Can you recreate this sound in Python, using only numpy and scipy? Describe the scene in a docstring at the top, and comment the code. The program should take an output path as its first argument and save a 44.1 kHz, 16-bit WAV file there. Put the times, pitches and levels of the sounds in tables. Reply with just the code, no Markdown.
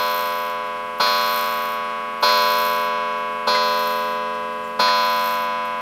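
"""In a quiet living room a wall clock, its case door open, strikes the hour on a coiled wire gong.
Each hammer blow adds to the ring that is still there, so single partials swell or cancel from stroke to stroke.
Blows thud in the wooden case as damped modes and noise; the hammer clacks back on its rest.
Between strokes the fly of the strike train whirrs, a chopped noise, until lifting the hammer slows it.
The works click softly as short noise resonances, over faint air noise and a hum of steady sines."""
import sys
import numpy as np
from scipy import signal
from scipy.fft import rfft, irfft
from scipy.io import wavfile

SR = 44100
rng = np.random.default_rng(int(sys.argv[2]) if len(sys.argv) > 2 else 0)


def materialize(psi):
    """Save the field psi as 16-bit PCM at rate SR to the path in sys.argv[1].

    A 1-D psi becomes a single channel; in a 2-D psi each row is a channel.
    """
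    bounded = np.clip(np.atleast_2d(psi).T, -1, 1)
    quanta = np.round(bounded * 32767).astype(np.int16)
    wavfile.write(sys.argv[1], SR, quanta)


N = 256220
T = np.arange(N) / SR  # seconds

# Air noise of the room. Each row: frequency in Hz, density in dB per Hz.
ROOM_AIR = [(25, -87), (70, -89), (130, -83), (330, -78), (1000, -83), (2200, -83), (4500, -89),
            (6500, -97), (10000, -96), (13000, -98), (15500, -103)]
# Steady hum in the room. Each row: frequency in Hz, rms level in dB.
ROOM_HUM = [(50, -72), (100, -62.5), (140, -65), (200, -60.5), (286, -59.5), (353, -58.5)]
# Hammer blows on the gong; the first falls before the sound opens, so only its ring is heard.
# Each row: time in seconds, strength in dB, brightness in dB per octave from 1 to 5 kHz.
STROKES = [ (-0.28889, -.5, 0), (0.997214, -.3, 0), (2.224, .1, .5), (3.469526, -1.4, -.1),
           (4.791204, .2, -.2), ]
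# Bending modes of the coil.
# Each row: frequency in Hz, level in dB before family gain and blow strength, t60 in seconds.
BENDING_MODES = [(177.54, -54.4, 22.0), (227.2, -42.9, 19.6), (428.66, -37.8, 13.8), (509.7, -27.8, 8.7),
                 (596.66, -24.8, 6.1), (689.44, -32.5, 8.7), (787.0, -34.8, 6.1), (891.52, -31.5, 6.1),
                 (1001.04, -17.6, 6.1), (1114.98, -24.1, 9.7), (1236.32, -27.9, 6.1), (1360.42, -30.8, 5.4),
                 (1491.52, -26.2, 4.8), (1626.84, -32.7, 9.7), (1765.8, -47.6, 10.9), (1908.64, -38.2, 5.4),
                 (2052.9, -41.1, 10.9), (2200.26, -35.6, 10.9), (2348.18, -39.2, 6.9),
                 (2499.12, -35.7, 6.9), (2655.82, -36.7, 7.7), (2819.36, -40.6, 6.9), (2992.94, -39.6, 6.9),
                 (3171.92, -36.7, 4.8), (3359.56, -27.7, 3.0), (3553.04, -31.4, 2.1), (3751.0, -31.9, 2.7),
                 (3955.74, -33.5, 1.7)]
# Mostly weaker modes in the plane of the coil, most lying a little below a bending mode.
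# Each row: frequency in Hz, level in dB before family gain and blow strength, t60 in seconds.
IN_PLANE_MODES = [(873.14, -48.2, 19.6), (980.9, -41.8, 8.7), (1093.48, -44.1, 17.4),
                  (1214.02, -45.7, 10.9), (1335.82, -36.9, 6.9), (1599.26, -45.0, 6.9),
                  (1736.38, -44.5, 4.8), (1876.3, -48.9, 10.9), (2017.52, -49.6, 6.9),
                  (2160.94, -49.8, 8.7), (2307.2, -37.8, 2.7), (2457.6, -34.2, 1.7), (2615.14, -43.4, 3.0),
                  (4124.44, -46.9, 4.3), (4783.32, -49.2, 4.8), (2786.14, -51.8, 5.4),
                  (2955.9, -56.9, 22.0), (3710.56, -47.7, 3.8), (3907.1, -50.0, 3.4), (5243.9, -51.6, 4.3),
                  (5722.48, -51.8, 3.0)]
# Short high modes that make the steely ping.
# Each row: frequency in Hz, level in dB before family gain and blow strength, t60 in seconds.
PING_MODES = [(4167.2,-22.5,1.8), (4382.4,-30,1.6), (4604.22,-30.5,.95), (4830.58,-33.5,1.1),
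              (5059.9,-33.5,2), (5294.8,-43,2.3), (5534.7,-37,2.3), (5777.0,-51,2), (6022.38,-43,2.3),
              (6269.88,-46,2.6), (6764.38,-44.5,1.8), (8957,-56,1.6), (9265.34,-52.5,2.6), (10213.2,-51,.7),
              (10539.7,-44,.4), (10871,-55,.6), (11202,-54,.4), (11550.7,-53,1.8), (11886,-54,.8),
              (12233.2,-50,1), (12578,-49,.7), (12927,-54,.8), (13280,-48,1.2), (13638,-55,1.3),
              (13996,-53,1), (14362,-54,.8), (15105,-52,.7), (15493.3,-54,1.1)]
# Damped modes of the wooden case.
# Each row: frequency in Hz, level in dB before family gain and blow strength, t60 in seconds.
CASE_MODES = [(200,-42,.25), (470,-33,.14), (600,-32,.12), (880,-20,.09), (955,-25,.08), (1325,-20,.08),
              (1465,-27,.08)]
# Noise of a blow on the case. Each row: frequency in Hz, density in dB per Hz before the blow's envelope.
KNOCK_NOISE = [(80, -88), (200, -63), (450, -59), (900, -55), (1350, -55), (2000, -67), (4500, -69),
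               (7500, -80), (11000, -85), (15000, -87)]
# Clack of the hammer on its rest. Each row: frequency in Hz, density in dB per Hz before its envelope.
REST_NOISE = [(80, -95), (200, -68), (500, -59), (1400, -53), (2500, -67), (4500, -72), (7000, -81),
              (9000, -79), (15000, -85)]
# The hammer falls back on its rest. Each row: time in seconds, relative level in dB, pitch in Hz.
REBOUNDS = [(1.066, 0, 1750), (2.285, 0, 2040), (3.547, 1.5, 2050), (4.878, -1, 1800)]
# Tone of the strike train's whirr. Each row: frequency in Hz, density in dB per Hz before the run level.
WHIRR_TONE = [(300, -47.5), (1000, -39), (2500, -36), (3600, -40.5), (4500, -35.5), (5600, -39),
              (6800, -46), (9000, -44), (12000, -41.5), (12950, -38), (13370, -23), (13750, -31),
              (14100, -41), (15600, -46)]
# Runs of the fly, one for each stroke. Each row: start in seconds, length in seconds,
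# top gain in dB, final part spent lifting the hammer in seconds.
FLY_RUNS = [(-.28, .78, -40.5, .32), (.975, .755, -38.5, .34), (2.195, .655, -38, .22),
            (3.60, .52, -43.5, .22), (4.92, .52, -41.5, .13)]
# Light clicks of escapement and levers.
# Each row: time in seconds, starting level of the narrow ring in dB, pitch in Hz.
CLICKS = [(.66, -55, 13500), (.765, -53, 4600), (1.845, -53, 10500), (1.90, -51, 4500), (3.12, -53, 5300),
          (3.18, -54, 14200), (4.345, -52, 5200), (4.64, -53, 7300), (4.675, -55, 14200),
          (5.652, -48, 13200)]

FLY_HZ = 61.4  # mean turns per second, around which the speed drifts
SPIN_UP_S, SPEEDING_DB_PER_S = .04, 13  # the whirr sets in, then swells as the fly gathers speed
LOAD_DB, STOP_T60_S = 10, .3  # lifting the hammer drags the whirr down; then it dies away
CATCH_DB, CATCH_HZ = -50, 13400  # small click that ends each run
TOP_HZ = 15750


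def undb(db):
    """Decibels to gain."""
    return 10 ** (np.asarray(db) / 20)


def fade(at, t60):
    """Exponential decay that starts at a given moment."""
    return (T >= at) * np.exp(-np.log(1000) * np.maximum(T - at, 0) / t60)


def colour(x, spectrum):
    """Give white sound of rms 1 a density in dB per Hz, drawn over log frequency."""
    hz, db = np.transpose(spectrum)
    bins = np.maximum(np.fft.rfftfreq(N, 1 / SR), 1)
    gain = undb(np.interp(np.log(bins), np.log(hz), db))
    return irfft(rfft(x) * gain, N) * np.sqrt(SR / 2)


def noise(spectrum):
    """Noise with the given density in dB per Hz."""
    return colour(rng.standard_normal(N), spectrum)


def resonance(hz, width_hz):
    """Noise in one resonance, rms 1."""
    centre_hz = min(hz, SR / 2 - width_hz)
    b, a = signal.iirpeak(centre_hz, hz / width_hz, fs=SR)
    y = signal.lfilter(b, a, rng.standard_normal(N))
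    return y / y.std()


def room():
    """Faint air noise and a low hum."""
    hum = sum(undb(db) * np.sin(2 * np.pi * (hz * T + rng.random())) for hz, db in ROOM_HUM)
    return noise(ROOM_AIR) + np.sqrt(2) * hum


def ring(modes, gain_db, rise_s):
    """Modes kicked by every blow on top of what they still hold; each kick builds up over rise_s."""
    out = np.zeros(N)
    starts = [max(int(np.ceil(row[0] * SR)), 0) for row in STROKES] + [N]
    age = np.arange(max(np.diff(starts))) / SR
    for (hz, db, t60), turn in zip(modes, rng.random(len(modes))):
        pole = 2j * np.pi * hz - np.log(1000) / t60
        wave = np.exp(pole * age)
        held = 0  # complex state: strength and phase still ringing
        octaves = np.log2(np.clip(hz, 1000, 5000) / 1000)
        for (at, blow_db, bright_db), a, b in zip(STROKES, starts, starts[1:]):
            strength = undb(db + blow_db + bright_db * octaves)
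            # a blow before the opening has already decayed and turned by then
            kick = strength * np.exp(pole * (a / SR - at) + 2j * np.pi * turn)
            arrived = np.minimum((T[a:b] - at) / rise_s, 1)
            out[a:b] += ((held + kick * arrived) * wave[:b - a]).imag
            held = (held + kick) * np.exp(pole * (b - a) / SR)
    return np.sqrt(2) * undb(gain_db) * out


def gong():
    """Three families of modes of the coiled wire; each kick builds up as it runs along the wire."""
    bending = ring(BENDING_MODES, gain_db=-2.5, rise_s=.007)
    in_plane = ring(IN_PLANE_MODES, gain_db=-2, rise_s=.012)
    ping = ring(PING_MODES, gain_db=-1, rise_s=.011)
    return bending + in_plane + ping


def soft_burst(at, t60, rise_t60, room_db, room_t60=.6):
    """A rounded onset and short decay, with a quieter, longer room tail."""
    return fade(at, t60) - fade(at, rise_t60) + undb(room_db) * fade(at, room_t60)


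def hammer(ring_db=-25):
    """Each blow thuds in the wooden case; the hammer then drops back on its rest with a short clack."""
    knocks = sum(undb(db) * soft_burst(at, t60=.2, rise_t60=.02, room_db=-17) for at, db, _ in STROKES)
    thuds = ring(CASE_MODES, gain_db=.5, rise_s=.007) + knocks * noise(KNOCK_NOISE)
    rest = noise(REST_NOISE)
    clacks = 0
    for at, db, hz in REBOUNDS:
        shape = soft_burst(at, t60=.085, rise_t60=.015, room_db=-18)
        clacks += undb(db) * shape * (rest + undb(ring_db) * resonance(hz, width_hz=110))
    return thuds + clacks


def whirr_level():
    """Each run of the fly sets in, swells, sags under the weight of the hammer and dies away."""
    out = np.zeros(N)
    for start, length, db, lifting in FLY_RUNS:
        stop = start + length
        speeding_db = SPEEDING_DB_PER_S * np.minimum(T - (stop - lifting), 0)
        load_db = LOAD_DB * np.clip(1 + (T - stop) / lifting, 0, 1)
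        spin_up = np.clip((T - start) / SPIN_UP_S, 0, 1)
        die_away = np.where(T < stop, 1, fade(stop, STOP_T60_S))
        out += spin_up * die_away * undb(db + speeding_db - load_db)
    return out


def body(x, t60, ring_db):
    """The case and gong ring briefly in many close modes, as a decaying noise tail."""
    tail = (rng.standard_normal(N) * fade(0, t60))[:SR // 4]
    wet = signal.fftconvolve(x, tail / np.sqrt(np.sum(tail ** 2)))[:N]
    return (x + undb(ring_db) * wet) / np.hypot(1, undb(ring_db))


def fly(rattle_s=.004, smooth=.28, scatter_db=1, tooth_depth=.6):
    """The air brake rattles once a turn, and its pinion leaves chop the rattle five times a turn."""
    drift = np.interp(T, np.linspace(0, T[-1], 24), rng.standard_normal(24))
    turns = np.cumsum(FLY_HZ * (1 + .008 * drift)) / SR
    size = undb(scatter_db * rng.standard_normal(N)[turns.astype(int)])  # one size per turn
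    leaves = np.cos(2 * np.pi * 5 * turns)
    bursts = size * np.exp(-(turns % 1) / FLY_HZ / rattle_s)
    rattle = (smooth + bursts) * (1 + tooth_depth * leaves)
    rattle /= np.sqrt(np.mean(rattle ** 2))
    contacts = rng.standard_normal(N) * rattle * whirr_level()
    return colour(body(contacts, t60=.12, ring_db=-3), WHIRR_TONE)


def works(click_t60=.16, broad_db=-5):
    """Small brass parts touch, now and then and at the end of each run: a narrow ring over a broad tick."""
    tick = undb(broad_db) * resonance(5500, width_hz=5000)
    catches = [(start + length, CATCH_DB, CATCH_HZ) for start, length, _, _ in FLY_RUNS]
    out = np.zeros(N)
    for at, db, hz in list(CLICKS) + catches:
        out += undb(db) * fade(at, click_t60) * (resonance(hz, width_hz=600) + tick)
    return out


def scene():
    """The clock close by, in its room."""
    return (room() + gong() + hammer() + fly() + works())[None]


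def record(dry):
    """The recorder cuts the top with a steep low-pass."""
    low_pass = signal.ellip(10, .2, 80, TOP_HZ, fs=SR, output="sos")  # .2 dB ripple, 80 dB down
    return signal.sosfilt(low_pass, dry)


dry = scene()
out = record(dry)
materialize(out)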